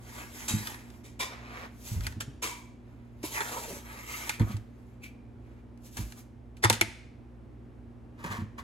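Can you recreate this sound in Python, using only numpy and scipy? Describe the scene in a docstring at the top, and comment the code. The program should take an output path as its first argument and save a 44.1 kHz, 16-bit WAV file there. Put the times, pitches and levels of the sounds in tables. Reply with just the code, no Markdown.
"""A plastic cup digs granulated sugar out of a big plastic tub and tips it into a pitcher in a steel sink.
Grains are random tiny impacts, coloured or ringing the plastic: they hiss, crunch and slide off in clumps.
The cup knocks and rubs on the rims (snaps and rings) and the tub thumps on the counter (low damped tones).
At the end the cup is dropped into the tub and the tub is slid aside, in short bursts of pitched scuffs.
Echoes of a small kitchen surround it all, and steady tones and soft noise hum behind."""
import sys
import numpy as np
from scipy import signal
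from scipy.fft import rfft, irfft, next_fast_len
from scipy.io import wavfile
from scipy.ndimage import map_coordinates

SR = 44100
rng = np.random.default_rng(int(sys.argv[2]) if len(sys.argv) > 2 else 0)


def put_to_file(sound):
    """Save the sound as 16-bit audio at rate SR, in the file named by the first command-line argument."""
    columns = np.atleast_2d(sound).T  # one column per channel
    safe = np.clip(columns, -1, 1)
    whole_steps = np.round(safe * 32767)
    wavfile.write(sys.argv[1], SR, whole_steps.astype(np.int16))


N = 380578  # length of the scene in samples

# Event levels below are those before the small gain in scene().
# pushes of the cup through the sugar: [full strength t/s, hold/s, rise/s, crunch level/dB, fizz level/dB]
DIG_STROKES = [(0.17, 0.05, 0.17, -46, -51), (0.37, 0.088, 0.077, -48, -50), (0.57, .15, 0.32, -48, -48),
               (0.8, 0.18, .1, -58.5, -67.5), (3.25, 0.006, 0.012, -49.5, -41),
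               (3.355, 0.029, 0.064, -41, -40), (3.45, 0.31, 0.13, -45, -45),
               (3.92, 0.075, 0.16, -48, -55.5), (4.11, 0.185, 0.11, -46, -45.5),
               (4.4, 0.015, 0.01, -49.5, -57), (4.47, .05, 0.03, -54, -59.5), (4.8, 0.14, 0.33, -73.5, -80)]
# pushes hard enough to sound the cup's hollow note: [full strength t/s, hold/s, rise/s, level/dB]
HOLLOW_STROKES = [(.15, 0.12, 0.13, -55.5), (.56, 0.2, .1, -50), (3.355, 0.038, 0.018, -34),
                  (3.405, 0.01, 0.011, -38), (3.46, .06, .05, -44), (3.545, 0.041, .06, -39.5),
                  (3.705, 0.027, 0.074, -40.5), (3.92, .15, 0.11, -53), (4.09, 0.23, 0.11, -47.5),
                  (4.4, 0.015, 0.012, -44), (4.475, 0.038, 0.025, -52)]
# the hollow note sinks as the cup buries itself, rises as it comes free, drops as it is levelled: [t/s, f/Hz]
HOLLOW_GLIDE = [(.2, 1726), (3.352, 1996), (3.41, 1698), (3.561, 1050), (3.71, 385.2), (3.8, 382),
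                (3.87, 1949), (4.301, 2285), (4.39, 756), (4.471, 1159), (4.529, 1208)]
# cluster of tones around the hollow note: [multiple of its pitch, level/dB]
HOLLOW_CLUSTER = [(.57, -3), (1, 0), (1.3, -6)]
# the cup brushes a plastic rim: [full strength t/s, hold/s, rise/s, rasp level/dB, rim ring level/dB]
BRUSH_STROKES = [(2.038, .014, 0.024, -45.5, -58), (4.316, 0.024, .02, -43, -51),
                 (4.512, 0.0056, 0.026, -49.5, -63), (5.038, 0.0079, 0.017, -48, -48.5)]
# loose sugar running off the cup: [full flow t/s, hold/s, rise/s, patter level/dB, fizz level/dB]
POUR_STROKES = [(1.32, 0.19, 0.12, -47.5, -69.5), (1.54, 0.11, 0.074, -41.5, -59.5),
                (1.88, 0.055, 0.097, -55, -43.5), (1.96, 0.15, 0.17, -54, -52.5),
                (2.87, 0.44, 0.12, -66.5, -80), (5.47, 0.13, 0.14, -67, -81),
                (5.858, 0.0176, 0.043, -65, -53.5), (5.93, .03, 0.032, -75, -55),
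                (5.98, 0.035, .03, -48.5, -45.5), (6.06, .06, .04, -67, -56), (6.18, 0.011, 0.04, -57, -53)]
# clumps letting go and landing: [t/s, level/dB, rise/s, time to fall 60 dB/s,
# cup ring level/dB before a 2 dB lift, tub ring level/dB, pitcher ring level/dB]
CLUMP_FALLS = [(0.477, -32.5, 0.0056, 0.29, 2.5, -15, -30), (1.031, -49.5, 0.017, 0.3, -16, -2, -5),
               (1.189, -29.5, 0.013, .24, -15, 8, -27), (2.202, -32, 0.0028, 0.083, -22, -34, -23),
               (2.417, -30.5, 0.0098, 0.38, -23, -30, 3.5), (3.226, -40, .0058, 0.25, -31, 3, -28),
               (5.967, -35.5, 0.0029, 0.089, -18, -28.5, -10.5),
               (6.621, -33.5, 0.012, 0.2, -21.5, 12.5, -25)]
# hard plastic contacts: [t/s, level/dB, tub body level/dB, time for the chatter to fall 60 dB/s,
# rim ring level/dB, rim f/Hz]
CONTACTS = [(0.671, -22, -5, 0.043, -6, 1700), (0.744, -33.5, -15, .015, -1.5, 1980),
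            (0.902, -42.5, -12.5, .03, -14, 2300), (2.0073, -29.5, -6.5, .015, -7, 1580),
            (2.067, -21, -13, 0.044, -4.5, 1620), (2.123, -39, 3, 0.035, -3, 1628),
            (2.206, -29.5, -7, .06, 0.5, 1510), (3.405, -23, 5.5, 0.064, 1, 1450),
            (3.415, -28, 5.5, .04, 1.5, 1790), (4.2936, -13, -7, 0.012, -3, 2290),
            (4.2995, -21.5, -1.5, .03, 1, 1500), (4.396, -36, 8.5, 0.062, 3.5, 982),
            (4.415, -34.5, 5, .06, -7, 1050), (4.567, -35.5, -10, .035, -13, 2366),
            (5.775, -51.5, -12, 0.019, -10, 2300), (5.9701, -27.5, 1.5, 0.058, -10, 1400),
            (6.122, -34.5, -7, 0.028, -12, 2510), (6.568, -46, -5.5, 0.14, -5, 2400),
            (6.638, -13, 6.5, 0.04, -2.5, 2060), (6.646, -8.5, 0, 0.03, -3.5, 908),
            (6.652, -13.5, 2.5, .03, 2.5, 1255), (6.6987, -4.5, -5.5, 0.02, -12.5, 2410),
            (6.7016, -12, -1.5, .07, -11, 1950), (6.727, -16.5, -7.5, 0.15, -14.5, 2350),
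            (6.7355, -25.5, -6, .08, -9, 2350), (6.8114, -6, -8, 0.028, 0.5, 2240),
            (8.241, -34, 5, 0.034, 3, 1050), (8.322, -33, 1, 0.061, 5, 1650),
            (8.588, -38, -1.5, .025, 7, 1050)]
# soft blows that flex the tub or the sink: [t/s, level/dB, lowest mode f/Hz, upper modes level/dB]
SOFT_BLOWS = [(0.502, -30.5, 111.4, -2), (0.532, -18, 106.7, -5), (1.912, -23.5, 112.6, -18),
              (1.957, -20.5, 82.3, -14.5), (1.983, -27.5, 52.1, -2), (2.062, -31.5, 75, -15),
              (2.16, -29.5, 106.3, -6), (2.275, -30.5, 129, -13), (3.237, -23.5, 326, -17),
              (4.396, -23, 140.4, -4), (4.4024, -13, 109.7, -9), (4.41, -26, 53.8, -3),
              (4.463, -47, 124, 5), (4.495, -38.5, 124, 2.5), (4.538, -21.5, 105, -18),
              (5.985, -26, 101.9, -6.5), (6.01, -30.5, 55, -18), (6.643, -21, 330, -24),
              (6.646, -16, 109, -20), (6.7, -18, 527, -19), (6.703, -27, 110.6, -5),
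              (6.813, -21.5, 335, -9), (6.815, -27.5, 105.6, -11), (8.247, -30, 170.8, -19),
              (8.296, -31.5, 101.3, -5.5), (8.382, -29, 106, -4), (8.414, -25, 104.8, -8)]
# upper modes of a flexing wall, varied a little per blow: [multiple of the lowest mode, level/dB]
FLEX_MODES = [(1.45, -5), (2.0, 0), (3.0, -11)]
# shoves of the tub along the counter: [full strength t/s, hold/s, rise/s, level/dB, base pitch f/Hz]
SHOVES = [(8.217, 0.014, 0.043, -50.5, 1080), (8.245, .02, 0.0105, -43, 1034),
          (8.286, 0.016, .02, -46, 1044), (8.314, 0.022, .02, -41, 1025), (8.364, 0.0168, 0.011, -45, 1026),
          (8.584, .008, 0.008, -46, 1050)]

# resonances of the tub wall, varied a little per knock: [f/Hz, width/Hz, level/dB]
TUB_MODES = [(354, 130, 0), (521, 35, -4.5), (908, 75, 5.5), (1229, 52, 1.5), (1580, 520, -2.5),
             (2180, 530, 3), (2620, 34, -9.5), (3180, 55, -1.5), (3480, 70, -6), (3835, 90, -12),
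             (4155, 50, -5.5), (4860, 2100, -25)]
# resonances of the tub when clumps land in it: [f/Hz, width/Hz, level/dB]
TUB_SPILL_MODES = [(564, 35, -2.5), (930, 120, 0), (1050, 100, 1), (1890, 130, -4), (2315, 70, 2.5),
                   (3590, 130, -2.5), (4950, 160, -6.5), (5800, 250, -11)]
# resonances of the cup: [f/Hz, width/Hz, level/dB]
CUP_MODES = [(920, 48, -5), (1400, 55, -7.5), (2640, 70, -5.5), (3150, 65, -9), (3840, 30, 5),
             (4760, 80, -6.5), (6100, 130, -2), (6470, 54, -4.5), (7130, 190, -2), (8090, 200, -6.5),
             (10100, 200, -6.5), (11650, 230, -8)]
# resonances of the pitcher: [f/Hz, width/Hz, level/dB]
PITCHER_MODES = [(975, 50, 9), (1193, 88, 2.5), (2300, 83, 5.5), (3295, 36, -5), (6500, 60, -6.5)]
# resonances of the tub's base: [multiple of its pitch, width/Hz, level/dB]
BASE_MODES = [(.45, 250, -13), (.88, 120, -5), (1, 110, 0), (1.1, 130, -3), (1.7, 450, -9)]
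# close cluster in which a rim rings: [multiple of its pitch, width as a share of its pitch, level/dB]
RIM_MODES = [(.93, .07, -5), (1, .05, 0), (1.09, .06, -7)]

# colour of crunching and pattering sugar: [f/Hz, level per Hz/dB]
CRUNCH_COLOUR = [(150, -13.5), (400, 4), (680, 2.5), (950, 2), (1500, 2), (2300, 0.5), (3300, -9.5),
                 (5000, -13), (16000, -43.5)]
# colour of hissing grains: [f/Hz, level per Hz/dB]
FIZZ_COLOUR = [(500, -34.5), (2500, -3.5), (4200, -5), (6500, -0.5), (9500, -4.5), (12000, -0.5),
               (16000, -14)]
# colour of a landing clump, and of grit under the tub: [f/Hz, level per Hz/dB]
CLUMP_COLOUR = [(100, -26.5), (350, 1.5), (700, -6), (2000, -2), (4500, -6), (7000, -3), (10000, -8),
                (13000, -10.5), (16000, -23)]
# colour of a hard contact: [f/Hz, level per Hz/dB]
CRACK_COLOUR = [(100, -22), (600, -4.5), (2000, 9), (4000, 3), (8000, 0.5), (10500, -0.5), (13000, -7.5),
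                (16000, -19.5)]
# colour of the soft fan noise: [f/Hz, level per Hz/dB]
AIR_COLOUR = [(20, -28), (45, -5), (65, 0), (100, 0), (160, -12), (240, -2), (300, -7), (450, -14),
              (800, -20), (1200, -26), (2200, -33), (4500, -45), (12000, -54), (16000, -66)]
# refrigerator hum, each tone slightly unsteady: [f/Hz, rms level/dB]
HUM_TONES = [(59.2, -55.5), (118.6, -54.5), (238, -57), (296, -70.5), (356, -69.5)]

# how slowly the kitchen's late echo dies: [f/Hz, time to fall 60 dB/s]
LATE_DECAY = [(100, .35), (500, .5), (1500, .58), (2500, .64), (5000, .58), (9000, .48), (14000, .34)]
# how loud the echo is: [f/Hz, level/dB]
ECHO_COLOUR = [(100, -12), (400, -7), (1200, -4), (2500, -4), (6000, -5), (10000, -8), (16000, -11)]
# how far the left of two microphone ports leads, before scaling by side: [f/Hz, phase/radians]
LEFT_LEAD = [(0, 0), (110, -.4), (250, .1), (400, .25), (1000, 1.3), (1700, 2.9), (2100, 4.3), (2900, 5.2),
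             (5400, 9.4), (7100, 6.28), (9150, 3.14), (11350, 0), (13600, -3.14), (15700, -6.28)]
# likeness of diffuse sound at the two ports: [f/Hz, likeness from 0 to 1]
LIKENESS = [(120, 0.61), (300, 0.77), (600, 0.37), (1000, 0.31), (16000, 0.9)]

TOP_HZ = 15900  # band limit
# every stroke of the hand swells to its level, sags while it lasts and dies away
SWELL_DB, SAG_DB_PER_S, RELEASE_DB_PER_S = 17.5, 13, 191.5
POUR_RELEASE_DB_PER_S = 310  # a stream stops this fast
STICK_DB_PER_S = 331.5  # a rub dies this fast once the plastic sticks again
SURGE_DB, SURGES_PER_S = 2, 28  # packed sugar gives way in uneven surges
FLUTTER_DB, FLUTTERS_PER_S = 1.2, 45  # a running stream of sugar thickens and thins
BRUSH_HZ, BRUSH_FIZZ_DB = 2310, -8.5
RIM_ECHO_DB = -5.5  # the rim sends less into the kitchen than towards the ports
KNOCK_ECHO_DB = 0.5  # level of the knocks sent out into the kitchen
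SUGAR_SPREAD = 0.36  # grains land all over the wall: part of their sound that differs between the ports
CHATTER_SPREAD = 0.52  # part of a knock's chatter that differs between the ports
# a flex builds up and falls by 60 dB within a set number of its own cycles
FLEX_RISE_CYCLES, FLEX_LIFE_CYCLES = .65, 18
ROCK_S, ROCK_DB = .066, -21  # the wall rocks back once, this much later and weaker


def amp(db):
    """Turn decibels into gain."""
    return 10 ** (np.asarray(db) / 20)


def unit(x):
    """Scale to rms 1."""
    return x / np.sqrt(np.mean(x ** 2) + 1e-20)


def along(points, hz):
    """Read a curve of (f, value) points on a log frequency axis."""
    f, v = np.transpose(points)
    return np.interp(np.log(hz + 1), np.log(f + 1), v)


def wobble(rate):
    """A smooth random curve with this many knots a second."""
    knots = rng.standard_normal(int(N * rate / SR) + 4)
    return map_coordinates(knots, [np.arange(N) * rate / SR])


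def filtered(x, response):
    """Filter x by a complex response of frequency."""
    n = x.shape[-1]
    m = next_fast_len(n + 8192)
    return irfft(rfft(x, m) * response(np.fft.rfftfreq(m, 1 / SR)), m)[..., :n]


def coloured(x, spectrum):
    """Colour x without smearing it backwards in time, keeping the power of white noise."""
    size = 2048
    gain = unit(amp(along(spectrum, np.fft.rfftfreq(size, 1 / SR))))
    # folding the cepstrum gives a filter that acts as early as possible
    cepstrum = irfft(np.log(gain))
    cepstrum[1:size // 2] *= 2
    cepstrum[size // 2 + 1:] = 0
    return signal.fftconvolve(x, irfft(np.exp(rfft(cepstrum))))[:len(x)]


def ring(x, modes):
    """Pass x through a set of resonances, keeping the power of white noise."""
    def response(f):
        h = 0
        for k, (centre, width, db) in enumerate(modes):
            damping = 1j * f * width
            h = h + (-1) ** k * amp(db) * damping / (centre * centre - f * f + damping)
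        return h / np.sqrt(np.mean(np.abs(h) ** 2))
    return filtered(x, response)


def grains(rate, spread_db, size=N):
    """Tiny impacts at random moments, rate a second on average, of very mixed sizes, rms 1."""
    hits = np.sqrt(rng.poisson(rate / SR, size)) * rng.standard_normal(size)
    return unit(hits * amp(spread_db * rng.standard_normal(size)))


def add(track, s, sound):
    """Mix a sound into the track at time s."""
    part = track[round(s * SR):][:len(sound)]
    part += sound[:len(part)]


def strokes(rows, axis=3, release=RELEASE_DB_PER_S):
    """Gain of a series of strokes (swell, sagging hold, release) at the levels in one dB column."""
    power = np.zeros(N + SR)  # starts half a second early, to fit the first swell
    t = np.arange(-SR // 2, SR) / SR
    for row in rows:
        s, hold, rise = row[:3]
        swell = SWELL_DB * np.minimum(t, 0) / rise
        sag = SAG_DB_PER_S * np.maximum(t, 0)
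        fade = release * np.maximum(t - hold, 0)
        add(power, s, amp(row[axis] + swell - sag - fade) ** 2)
    return np.sqrt(power[SR // 2:][:N])


def patchy(x, depth_db, patch_hz=450, patch_s=.05):
    """Shift the colour in short patches, each band swelling and fading on its own."""
    hz, t, z = signal.stft(x, SR, nperseg=512)
    knots = rng.standard_normal((len(hz), len(t)))
    places = np.meshgrid(hz / patch_hz, t / patch_s, indexing="ij")
    field = map_coordinates(knots, places, order=1, mode="mirror")
    shifted = signal.istft(z * amp(depth_db * unit(field)), SR, nperseg=512)[1][:len(x)]
    return np.std(x) * unit(shifted)


def digging():
    """Crystals grind past the cup in small slips and ring thin plastic; the colour shifts as the heap gives."""
    slips = amp(1.3 * wobble(70))
    crunch = amp(-4.0) * coloured(grains(rate=2000, spread_db=1.5), CRUNCH_COLOUR)
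    crunch += amp(-5) * ring(grains(rate=2500, spread_db=-0.5), TUB_MODES)
    fizz = amp(1.0) * coloured(grains(rate=20000, spread_db=1), FIZZ_COLOUR)
    fizz += amp(-8.5) * ring(grains(rate=5600, spread_db=5), CUP_MODES)
    surges = amp(SURGE_DB * wobble(SURGES_PER_S))
    scrape = strokes(DIG_STROKES, axis=3) * surges * crunch + strokes(DIG_STROKES, axis=4) * fizz
    return slips * patchy(scrape, depth_db=2)


def hollow(width_hz=170):
    """Coarse, uneven crunches sound the cup's gliding cluster of resonances."""
    slips = amp(2.5 * wobble(90))
    pitch = np.interp(np.arange(N) / SR, *np.transpose(HOLLOW_GLIDE))
    phase = 2 * np.pi * np.cumsum(pitch) / SR
    note = np.zeros(N)
    for k, db in HOLLOW_CLUSTER:
        crunches = slips * grains(rate=2200, spread_db=2)
        # slow noise on a sine makes a narrow band of noise around its pitch
        band = filtered(crunches, lambda hz: 1 / (1 + 1j * hz / width_hz) ** 2)
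        note += amp(db) * unit(band) * np.sin(k * phase)
    return strokes(HOLLOW_STROKES, release=STICK_DB_PER_S) * unit(note)


def brushing():
    """A light rub with grains under it rasps on the wall and makes the rim sing briefly."""
    rim_modes = [(BRUSH_HZ, 150, 0), (1.09 * BRUSH_HZ, 170, -3)]  # f/Hz, width/Hz, level/dB
    rim = ring(grains(rate=9000, spread_db=1), rim_modes)
    wall = amp(-4) * ring(grains(rate=6000, spread_db=2), [(BRUSH_HZ, 1600, 0)])
    grit = amp(BRUSH_FIZZ_DB) * coloured(grains(rate=6100, spread_db=2.5), FIZZ_COLOUR)
    rasp_gain = strokes(BRUSH_STROKES, axis=3, release=STICK_DB_PER_S)
    rim_gain = strokes(BRUSH_STROKES, axis=4, release=STICK_DB_PER_S)
    return rasp_gain * (wall + grit) + rim_gain * rim


def pouring():
    """A thin stream patters on a plastic wall and hisses on the heap."""
    patter = amp(-3.5) * coloured(grains(rate=8000, spread_db=2.5), CRUNCH_COLOUR)
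    patter += amp(-13.5) * ring(grains(rate=4700, spread_db=4.5), PITCHER_MODES)
    fizz = amp(-3.0) * coloured(grains(rate=20000, spread_db=2.5), FIZZ_COLOUR)
    flutter = amp(FLUTTER_DB * wobble(FLUTTERS_PER_S))
    patter_gain = strokes(POUR_STROKES, axis=3, release=POUR_RELEASE_DB_PER_S)
    fizz_gain = strokes(POUR_STROKES, axis=4, release=POUR_RELEASE_DB_PER_S)
    return flutter * (patter_gain * patter + fizz_gain * fizz)


def spills(linger=1.22):
    """A clump lands as a sudden shower that thins out; stragglers keep the vessel ringing a little longer."""
    out, t = np.zeros(N), np.arange(SR // 2) / SR

    def shower(rise, life):
        """Grains that build up quickly and thin out by 60 dB over their life."""
        envelope = (1 - np.exp(-(t / rise) ** 2)) * amp(-60 * t / life)
        return envelope * grains(rate=14000, spread_db=2.0, size=len(t))

    for s, db, rise, t60, cup_db, tub_db, pitcher_db in CLUMP_FALLS:
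        cup = amp(cup_db + 2.0) * ring(shower(rise, t60), CUP_MODES)
        stragglers = amp(-7.5) * shower(rise, linger * t60)
        tub = amp(tub_db) * ring(stragglers, TUB_SPILL_MODES)
        pitcher = amp(pitcher_db) * ring(stragglers, PITCHER_MODES)
        landing = coloured(shower(rise, t60), CLUMP_COLOUR)
        add(out, s, amp(db) * (landing + cup + tub + pitcher))
    return out


def knocks(snap_s=0.0024, chatter_db=-14, give_s=0.00017, bend=1.1):
    """Each contact snaps, chatters briefly and rings; where it lands decides how strongly each tub mode rings.
    Gives the sound at the left and right ports, and that sent all round, in which the chatter averages out."""
    out, t = np.zeros((3, N)), np.arange(SR // 4) / SR
    click = 1. * (t == 0)
    # bending waves carry the treble of a snap through the wall ahead of its bass
    snap = filtered(click, lambda hz: np.exp(-1j * bend * np.sqrt(hz)))
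    for s, db, body_db, t60, rim_db, rim_hz in CONTACTS:
        burst = amp(-17.5) * np.exp(-t / snap_s)
        chatter = amp(chatter_db) * amp(-60 * t / t60)
        shape = (burst + chatter) * (1 - np.exp(-t / give_s))  # the plastic gives a little at first
        shared, apart = shape * rng.standard_normal((2, len(t)))
        left, right = amp(6.0) * snap + shared + CHATTER_SPREAD * np.array([apart, -apart])
        all_round = amp(KNOCK_ECHO_DB) * np.linalg.norm(shape) * snap
        tub = [(hz * (1 + .005 * rng.normal()), width, level + 2.5 * rng.normal())
               for hz, width, level in TUB_MODES]
        rim_modes = [(k * rim_hz, share * rim_hz, level) for k, share, level in RIM_MODES]
        rim = ring(np.linalg.norm(left) * snap, rim_modes)
        for track, blow, send_db in zip(out, (left, right, all_round), (0, 0, RIM_ECHO_DB)):
            body = amp(body_db) * ring(blow, tub)
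            add(track, s, amp(db) * (coloured(blow, CRACK_COLOUR) + body + amp(rim_db + send_db) * rim))
    return out


def thumps():
    """A wall loaded with sugar flexes in a few low, quickly damped modes and rocks back."""
    out, t = np.zeros(N), np.arange(SR // 2) / SR
    for s, db, hz, upper_db in SOFT_BLOWS:
        cycles = hz * t
        flex = np.sin(2 * np.pi * cycles)
        for k, level in FLEX_MODES:
            level_chance, pitch_chance = rng.standard_normal(2)
            tone = np.sin(2 * np.pi * cycles * k * (1 + 0.048 * pitch_chance))
            flex += amp(upper_db) * amp(level + 2 * level_chance) * tone
        build_up = 1 - np.exp(-(cycles / FLEX_RISE_CYCLES) ** 2)
        blow = amp(db) * flex * build_up * amp(-60 * cycles / FLEX_LIFE_CYCLES)
        add(out, s, blow)
        add(out, s + ROCK_S, amp(ROCK_DB) * blow)
    return out


def sliding():
    """The tub's base judders over stray grains on the counter, each scuff at its own pitch."""
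    out = np.zeros(N)
    grit = amp(-14) * coloured(grains(rate=9000, spread_db=2), CLUMP_COLOUR)
    slips = grains(rate=5000, spread_db=2)
    for row in SHOVES:
        base = [(k * row[4], width, level) for k, width, level in BASE_MODES]
        out += strokes([row], release=STICK_DB_PER_S) * (ring(slips, base) + grit)
    return out * amp(SURGE_DB * wobble(70))


def ports(pair, side):
    """Direct sound reaches the two ports out of step; side is near 1 for the left, near -1 for the right."""
    def shift(hz):
        lead = side * np.interp(hz, *np.transpose(LEFT_LEAD))
        return np.exp(.5j * np.array([lead, -lead]))
    return filtered(np.array(pair), shift)


def diffuse(pair):
    """Blend two unrelated signals so that the two ports hear them as alike as the table says."""
    def blend(hz):
        turn = np.arccos(np.clip(along(LIKENESS, hz), -1, 1)) / 2
        return np.array([np.cos(turn), np.sin(turn)])
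    mid, side = filtered(pair, blend)
    return np.array([mid + side, mid - side])


def kitchen(x, early_t60=0.072, count=28):
    """Tub, sink and walls answer at once, a weak tail dies slowly; the pattern changes as things move about."""
    noise = rng.standard_normal((count, 2, 2 * SR // 3))
    hz, t, z = signal.stft(noise, SR, nperseg=256)
    late = signal.istft(z * amp(-60 * t / along(LATE_DECAY, hz)[:, None]), SR, nperseg=256)[1]
    t = np.arange(late.shape[-1]) / SR
    early = rng.standard_normal(late.shape) * amp(-60 * t / early_t60)
    tails = (amp(-1.5) * unit(early) + amp(-8) * unit(late)) / np.sqrt(len(t))
    echo, start = np.zeros((2, N)), .002  # the echo starts 2 ms late
    # each stretch of sound gets its own random echo pattern
    for piece, tail in zip(np.array_split(x, count), tails):
        for port, answer in zip(echo, signal.fftconvolve(piece[None], tail, axes=1)):
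            add(port, start, answer)
        start += len(piece) / SR
    return diffuse(filtered(echo, lambda f: amp(along(ECHO_COLOUR, f))))


def background():
    """A refrigerator's slightly unsteady hum, made of sine tones, over soft fan noise."""
    t = np.arange(N) / SR
    hum = np.zeros(N)
    for hz, db in HUM_TONES:
        level = np.sqrt(2) * amp(db + 1.1 * wobble(2.6))
        hum += level * np.sin(2 * np.pi * hz * t + .5 * wobble(3.7))
    air = unit(filtered(rng.standard_normal((2, N)), lambda hz: amp(along(AIR_COLOUR, hz))))
    return hum + amp(-52.3 + .7 * wobble(1.5)) * diffuse(air)


def scene():
    """The scooping sounds come from the left, the last scrape from the right; the kitchen surrounds both."""
    # two separate draws of the sugar: one shared by the ports, one that differs between them
    shared, apart = [(digging() + pouring() + spills()) / np.hypot(1, SUGAR_SPREAD) for draw in range(2)]
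    sugar = shared + SUGAR_SPREAD * np.array([apart, -apart, apart])
    left, right, all_round = amp(1.0) * (sugar + hollow() + thumps() + brushing() + knocks())
    scrape = amp(1.0) * sliding()
    direct = ports([left, right], side=0.98) + ports([scrape, scrape], side=-0.84)
    return direct + kitchen(all_round + scrape) + background()


def record(dry):
    """The right port has a little more bass; nothing is kept above the band limit."""
    def response(hz):
        lean = along([(130, 1), (400, .2), (2000, 0.0068)], hz)  # f/Hz, level/dB
        return amp(np.array([-lean, lean])) * (hz < TOP_HZ)
    return filtered(dry, response)


dry = scene()
out = record(dry)
put_to_file(out)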